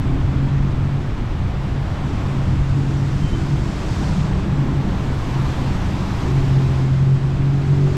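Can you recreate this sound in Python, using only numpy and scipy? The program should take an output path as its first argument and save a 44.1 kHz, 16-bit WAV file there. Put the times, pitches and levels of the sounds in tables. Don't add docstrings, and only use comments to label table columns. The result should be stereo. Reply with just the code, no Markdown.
import sys
import numpy as np
from scipy import signal
from scipy.io import wavfile
from scipy.ndimage import uniform_filter1d

SR = 44100
rng = np.random.default_rng(int(sys.argv[2]) if len(sys.argv) > 2 else 0)


def waveform_to_disk(signal):
    frames = np.transpose(np.atleast_2d(signal))
    scaled = np.clip(frames, -1, 1) * 32767
    samples = np.round(scaled).astype(np.int16)
    wavfile.write(sys.argv[1], SR, samples)


def amplitude_ratio(level_db):
    exponent = np.asarray(level_db, float) / 20
    return 10 ** exponent


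N = 351466


def evened(x):
    return x / np.sqrt(np.mean(x ** 2) + 1e-20)


def read(points, hz):
    f, value = np.transpose(points)
    return np.interp(np.log(hz + 1), np.log(f + 1), value)


def wander(length, hz):
    step_rate = 40
    steps = rng.standard_normal(int(length * step_rate / SR) + 50)
    smooth = signal.lfilter([1], [1, -np.exp(-2 * np.pi * hz / step_rate)], steps)
    return np.interp(np.arange(length) * step_rate / SR, np.arange(len(steps)), evened(smooth))


def swells(rows, rest_db):
    t = np.arange(N) / SR
    bells = sum(amplitude_ratio(db) ** 2 * np.exp(-2 * ((t - s) / half) ** 2) for s, half, db in rows)
    return 10 * np.log10(amplitude_ratio(rest_db) ** 2 + bells)


def tone(hz, db, rough_db, rough_hz, waver=0.00602):
    fluttering_hz = hz * (1 + waver * wander(len(hz), rough_hz))
    turns = np.cumsum(fluttering_hz) / SR + rng.random()
    level = np.sqrt(2) * amplitude_ratio(db + rough_db * wander(len(hz), rough_hz))
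    return level * np.sin(2 * np.pi * turns)


# start t/s, length/s, firing level/dB at the start, firing level/dB at the end
PULLS = [(0.077, 0.58, -23.5, -18.5), (0.752, .2, -15.5, -20), (2.236, 0.19, -21.5, -21),
         (2.44, 0.56, -18, -18.5), (3.095, 0.435, -23.5, -24.5), (4.123, 0.19, -26.5, -25.5),
         (4.407, .35, -23, -24), (5.307, 0.33, -30.5, -24), (6.263, 0.87, -17.5, -14.5),
         (7.23, 0.63, -20, -14)]
IDLE_DB, PULL_RISE_S, PULL_FALL_S = -29.5, 0.036, 0.1


def load():
    t = np.arange(N) / SR
    power = amplitude_ratio(IDLE_DB) ** 2
    for s, length, start_db, end_db in PULLS:
        held = amplitude_ratio(np.interp(t, [s, s + length], [start_db, end_db]))
        rise = np.clip((t - s) / PULL_RISE_S, 0, 1)
        fall = np.exp(-np.maximum(t - s - length, 0) / PULL_FALL_S)
        power = power + (held * rise * fall) ** 2
    return 10 * np.log10(power)


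# t/s, cycle rate f/Hz
ENGINE = [(0.0, 45.03), (0.351, 44.96), (0.84, 46.43), (1.499, 45.02), (2.22, 45.95), (2.48, 44.9),
          (2.949, 45.7), (3.51, 47.24), (3.86, 46.53), (4.11, 49.97), (4.46, 48.62), (4.7, 46.63),
          (5.59, 44.8), (6.15, 47), (6.352, 45.24), (6.8, 44.18), (7.3, 45.28), (7.75, 46.78), (7.97, 46.1)]
# multiple of the cycle rate, level/dB against the firing level
LOW_ORDERS = [(2, -16), (3, -1), (4, -16), (5, -28)]
# multiple of the cycle rate, level/dB against the octave level
MID_ORDERS = [(6, -1.5), (7, -6.5)]
# multiple of the cycle rate, level/dB against the eighth multiple's level
HIGH_ORDERS = [(8, -1), (9, -7)]
# t/s, half length/s, level/dB
OCTAVE_SWELLS = [(.1, 0.7, -32), (2.9, 0.43, -37), (3.5, 0.3, -33), (4.65, 0.37, -30.5), (5.5, 0.39, -37),
                 (6.4, 0.1807, -32.5), (6.85, .15, -38), (7.65, 0.37, -31.5)]
# t/s, half length/s, level/dB
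EIGHTH_SWELLS = [(4.3, 0.28, -49), (6.35, 0.14, -33), (6.75, .3, -38), (7.15, 0.14, -39), (7.6, .2, -37),
                 (7.9, 0.22, -31)]
OCTAVE_REST_DB, EIGHTH_REST_DB = -47, -47


def engine():
    hz = np.interp(np.arange(N) / SR, *np.transpose(ENGINE))
    firing_db = load()
    octave_db = swells(OCTAVE_SWELLS, OCTAVE_REST_DB)
    eighth_db = swells(EIGHTH_SWELLS, EIGHTH_REST_DB)
    slack = np.clip((-17 - firing_db) / 9, 0, 1)
    low = sum(tone(k * hz, firing_db + db, rough_db=2.5 + 2.6 * slack, rough_hz=9.2,
                   waver=0.0049 + 0.012 * slack) for k, db in LOW_ORDERS)
    mid = sum(tone(k * hz, octave_db + db, rough_db=3.0 + 0.83 * slack, rough_hz=9.36,
                   waver=0.00664 + 0.00778 * slack) for k, db in MID_ORDERS)
    high = sum(tone(k * hz, eighth_db + db, rough_db=2.0 + 1.4 * slack, rough_hz=8.92,
                    waver=0.0056 + 0.00836 * slack) for k, db in HIGH_ORDERS)
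    return low + mid + high


# t/s, half length/s, level/dB
FAR_SWELLS = [(.7, 0.26, -33.5), (1.5, 0.19, -37.5), (2.35, .25, -35), (3.35, 0.28, -30.5),
              (4.25, 0.43, -28.5), (4.9, 0.17, -32.5), (5.45, .15, -36.5), (5.95, 0.3, -28)]
FAR_HZ, FAR_REST_DB, FAR_GONE_S = 187, -46, 6.3


def far_engine():
    heard = np.clip((FAR_GONE_S - np.arange(N) / SR) / 0.1, 0, 1)
    hz = FAR_HZ * (1 + 0.01476 * wander(N, 1.41))
    return heard * tone(hz, swells(FAR_SWELLS, FAR_REST_DB), rough_db=3.5, rough_hz=11, waver=0.017)


# f/Hz, level/dB
SIDE_DB = [(60, -20.5), (200, -22.5), (640, -11.5), (1400, -9.5), (3100, -5.5), (6800, -2.5), (10000, 0.5),
           (12000, -6.5), (15000, 3.5)]
# f/Hz, likeness of difference and sum [0 to 1]
LEAN = [(60, .15), (700, .45), (3000, .35), (6000, .4), (10000, .55), (12000, .05)]


def noise(spectrum, patchy_db, flicker_db):
    frames, hz = N // 256 + 6, np.fft.rfftfreq(1024, 1 / SR)
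    a, b, c, d, patches = rng.standard_normal((frames, 513, 5)).T
    patches = uniform_filter1d(patches, size=12, axis=0)
    patches = evened(uniform_filter1d(patches, size=14, axis=1))
    flicker = evened(uniform_filter1d(rng.standard_normal(frames), size=3))
    lean = np.clip(read(LEAN, hz), -1, 1)[:, None]
    mid, unrelated = a + 1j * b, c + 1j * d
    side = amplitude_ratio(read(SIDE_DB, hz))[:, None] * (lean * mid + np.sqrt(1 - lean ** 2) * unrelated)
    level_db = read(spectrum, hz)[:, None] + patchy_db * patches + flicker_db * flicker
    out = signal.istft(np.array([mid, side]) * amplitude_ratio(level_db), nperseg=1024, noverlap=768)[1][:, :N]
    return out / np.sqrt(np.mean(out[0] ** 2))


# nearest t/s, approach/s, leaving/s, tyre roar level/dB, spray level/dB
PASSES = [(0, .3, 0.9, -38.5, -49.5), (2.25, 0.63, 0.37, -37.5, -48.5), (3.36, 0.75, 0.29, -42.5, -46),
          (4.08, 0.42, 0.2, -38.5, -41), (4.6, 0.57, 0.5, -38, -61), (5.05, 0.18, 0.22, -42, -52.5),
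          (5.499, 0.45, 0.49, -36, -41.5), (6.25, 0.44, 0.55, -36.5, -42), (6.8, 0.41, 0.082, -40.5, -46.5),
          (8.0, 0.4, .3, -39.5, -45.5)]
FALL_OFF = 1.27


def passing(column, far_db, leaving=1):
    t = np.arange(N) / SR
    power = amplitude_ratio(far_db) ** 2
    for row in PASSES:
        scale_s = np.where(t < row[0], row[1], leaving * row[2])
        power = power + amplitude_ratio(row[column]) ** 2 / (1 + ((t - row[0]) / scale_s) ** 2) ** FALL_OFF
    return 10 * np.log10(power)


RUMBLE = [(15, -7), (25, 15.5), (45, 10.5), (75, 9), (110, 13), (150, 0), (220, -9.5), (600, -84.5)]
GROWL = [(100, -3.5), (160, -3), (200, 5), (300, 1.5), (400, -4.5), (430, -8), (500, -17), (1500, -67.5)]
ROAR = [(250, -37), (450, -2), (700, -1), (1000, -3), (1500, -7), (2200, -12), (3500, -17.5), (9000, -52)]
TREAD = [(500, -39), (800, 1), (1000, 6), (1250, -3.5), (2000, -26), (4000, -69)]
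SPRAY = [(800, -16), (2000, -2), (3000, -3.5), (5000, -4.5), (7700, -9), (8500, -14.5), (9700, -25.5),
         (14000, -53)]
TOP_HISS = [(7000, -28), (9500, -3), (11500, -2), (13000, -11), (14800, -23), (15600, -27.5)]
# t/s, half length/s, level/dB
RUMBLE_SWELLS = [(.1, 1, -21), (1.3, 0.94, -21.5), (2.4, 0.52, -23), (3.2, 0.42, -24.5), (4.1, 1, -22),
                 (5.2, 0.99, -23), (6.4, 0.76, -24.5), (7.3, 0.24, -25.5)]
RUMBLE_REST_DB = -25.5
FAR_ROAR_DB, FAR_SPRAY_DB = -37.5, -52


def traffic():
    roar_db = passing(column=3, far_db=FAR_ROAR_DB)
    spray_db = passing(column=4, far_db=FAR_SPRAY_DB)
    hiss_db = -66.5 + 1.1 * (passing(column=4, far_db=FAR_SPRAY_DB, leaving=0.6) + 45)
    tread_db = -43.0 + 4.5 * (roar_db + 34)
    rumble_db = swells(RUMBLE_SWELLS, RUMBLE_REST_DB)
    growl_db = -30 + (roar_db + 35) + 0.25 * wander(N, 2.5)

    engines = amplitude_ratio(rumble_db) * noise(RUMBLE, patchy_db=-1.05, flicker_db=0.93)
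    engines += amplitude_ratio(growl_db) * noise(GROWL, patchy_db=1.8, flicker_db=0.0)
    tyres = amplitude_ratio(roar_db) * noise(ROAR, patchy_db=0.06, flicker_db=-0.13)
    tyres += amplitude_ratio(spray_db) * noise(SPRAY, patchy_db=-0.8, flicker_db=-0.4)
    tyres += amplitude_ratio(tread_db) * noise(TREAD, patchy_db=0.6, flicker_db=0.1)
    hiss = amplitude_ratio(hiss_db) * noise(TOP_HISS, patchy_db=0.3, flicker_db=0.4)
    mid, side = engines + tyres + hiss
    return np.array([mid + side, mid - side])


# t/s, level/dB, length/s
PUFFS = [(2.244, -39, 0.087), (2.47, -38, 0.043), (2.79, -41, 0.039), (3.01, -31, 0.12),
         (3.655, -38.5, 0.2), (4.02, -27, 0.05), (4.125, -27.5, 0.042), (4.33, -28.5, 0.1),
         (4.56, -31, 0.062)]
PUFF_HZ = 198


def wind():
    t = np.arange(N) / SR
    gusts = sum(amplitude_ratio(db) * np.exp(-((t - s) / length) ** 2) for s, db, length in PUFFS)
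    low_pass = signal.butter(2, PUFF_HZ, fs=SR, output="sos")
    high_pass = signal.butter(1, 0.37 * PUFF_HZ, "high", fs=SR, output="sos")
    band = np.vstack([low_pass, high_pass])
    return gusts * evened(signal.sosfilt(band, rng.standard_normal((2, N))))


# t/s, half length/s, level/dB
SQUEAKS = [(3.222, .014, -44), (3.245, .014, -43), (3.272, .012, -44), (3.295, .014, -44),
           (3.345, .016, -42), (3.39, .03, -52)]
SQUEAK_HZ, SQUEAK_SAG_HZ_PER_S = 3120, 350


def squeak():
    since = np.clip(np.arange(N) / SR - SQUEAKS[0][0], -1, 1)
    hz = SQUEAK_HZ - SQUEAK_SAG_HZ_PER_S * since
    return tone(hz, swells(SQUEAKS, -120), rough_db=5.0, rough_hz=15, waver=0.0019)


def scene():
    def panned(sound, left_db):
        return sound * amplitude_ratio(np.array([[left_db], [-left_db]]))

    tones = panned(engine(), 0.4) + panned(far_engine(), 0.8) + panned(squeak(), 0.6)
    return tones + traffic() + wind()


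def roll_off(x):
    return signal.sosfilt(signal.butter(12, 15610, fs=SR, output="sos"), x)


# t/s, side level/dB
WIDTH = [(0, -13.5), (1.15, -8.5), (1.4, -14), (1.65, -9), (2.2, -5), (3.3, -1), (4.15, -0.5), (4.65, -8.5),
         (5.3, -13.5), (6.7, -13.5), (7.0, -8), (7.6, -5), (7.97, -2.5)]
# f/Hz, factor
WIDTH_FACTOR = [(100, 2.5), (700, 3), (2500, 2), (6000, 1.5), (10300, 1.4), (11200, 0)]
# f/Hz, level/dB
MONO_COLOUR = [(300, 0), (1000, -0.9), (4000, -0.5), (7000, -5), (10000, -2.5), (13000, 3.5), (15600, 3)]
KNEE = 0.7


def record(dry):
    mid_side = np.array([dry[0] + dry[1], dry[0] - dry[1]]) / 2
    hz, t, (mid, side) = signal.stft(mid_side, SR, nperseg=1024)
    s, db = np.transpose(WIDTH)
    width_db = np.interp(t, s, db)
    mono_share = 1 - np.clip(amplitude_ratio(width_db), 0, 1)
    colour = amplitude_ratio(read(MONO_COLOUR, hz)[:, None] * mono_share)
    side = side * amplitude_ratio(read(WIDTH_FACTOR, hz)[:, None] * width_db)
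    left_right = colour * np.array([mid + side, mid - side])
    pair = signal.istft(left_right, SR, nperseg=1024)[1][:, :N]
    return roll_off(KNEE * np.tanh(pair / KNEE))


dry = scene()
out = record(dry)
waveform_to_disk(out)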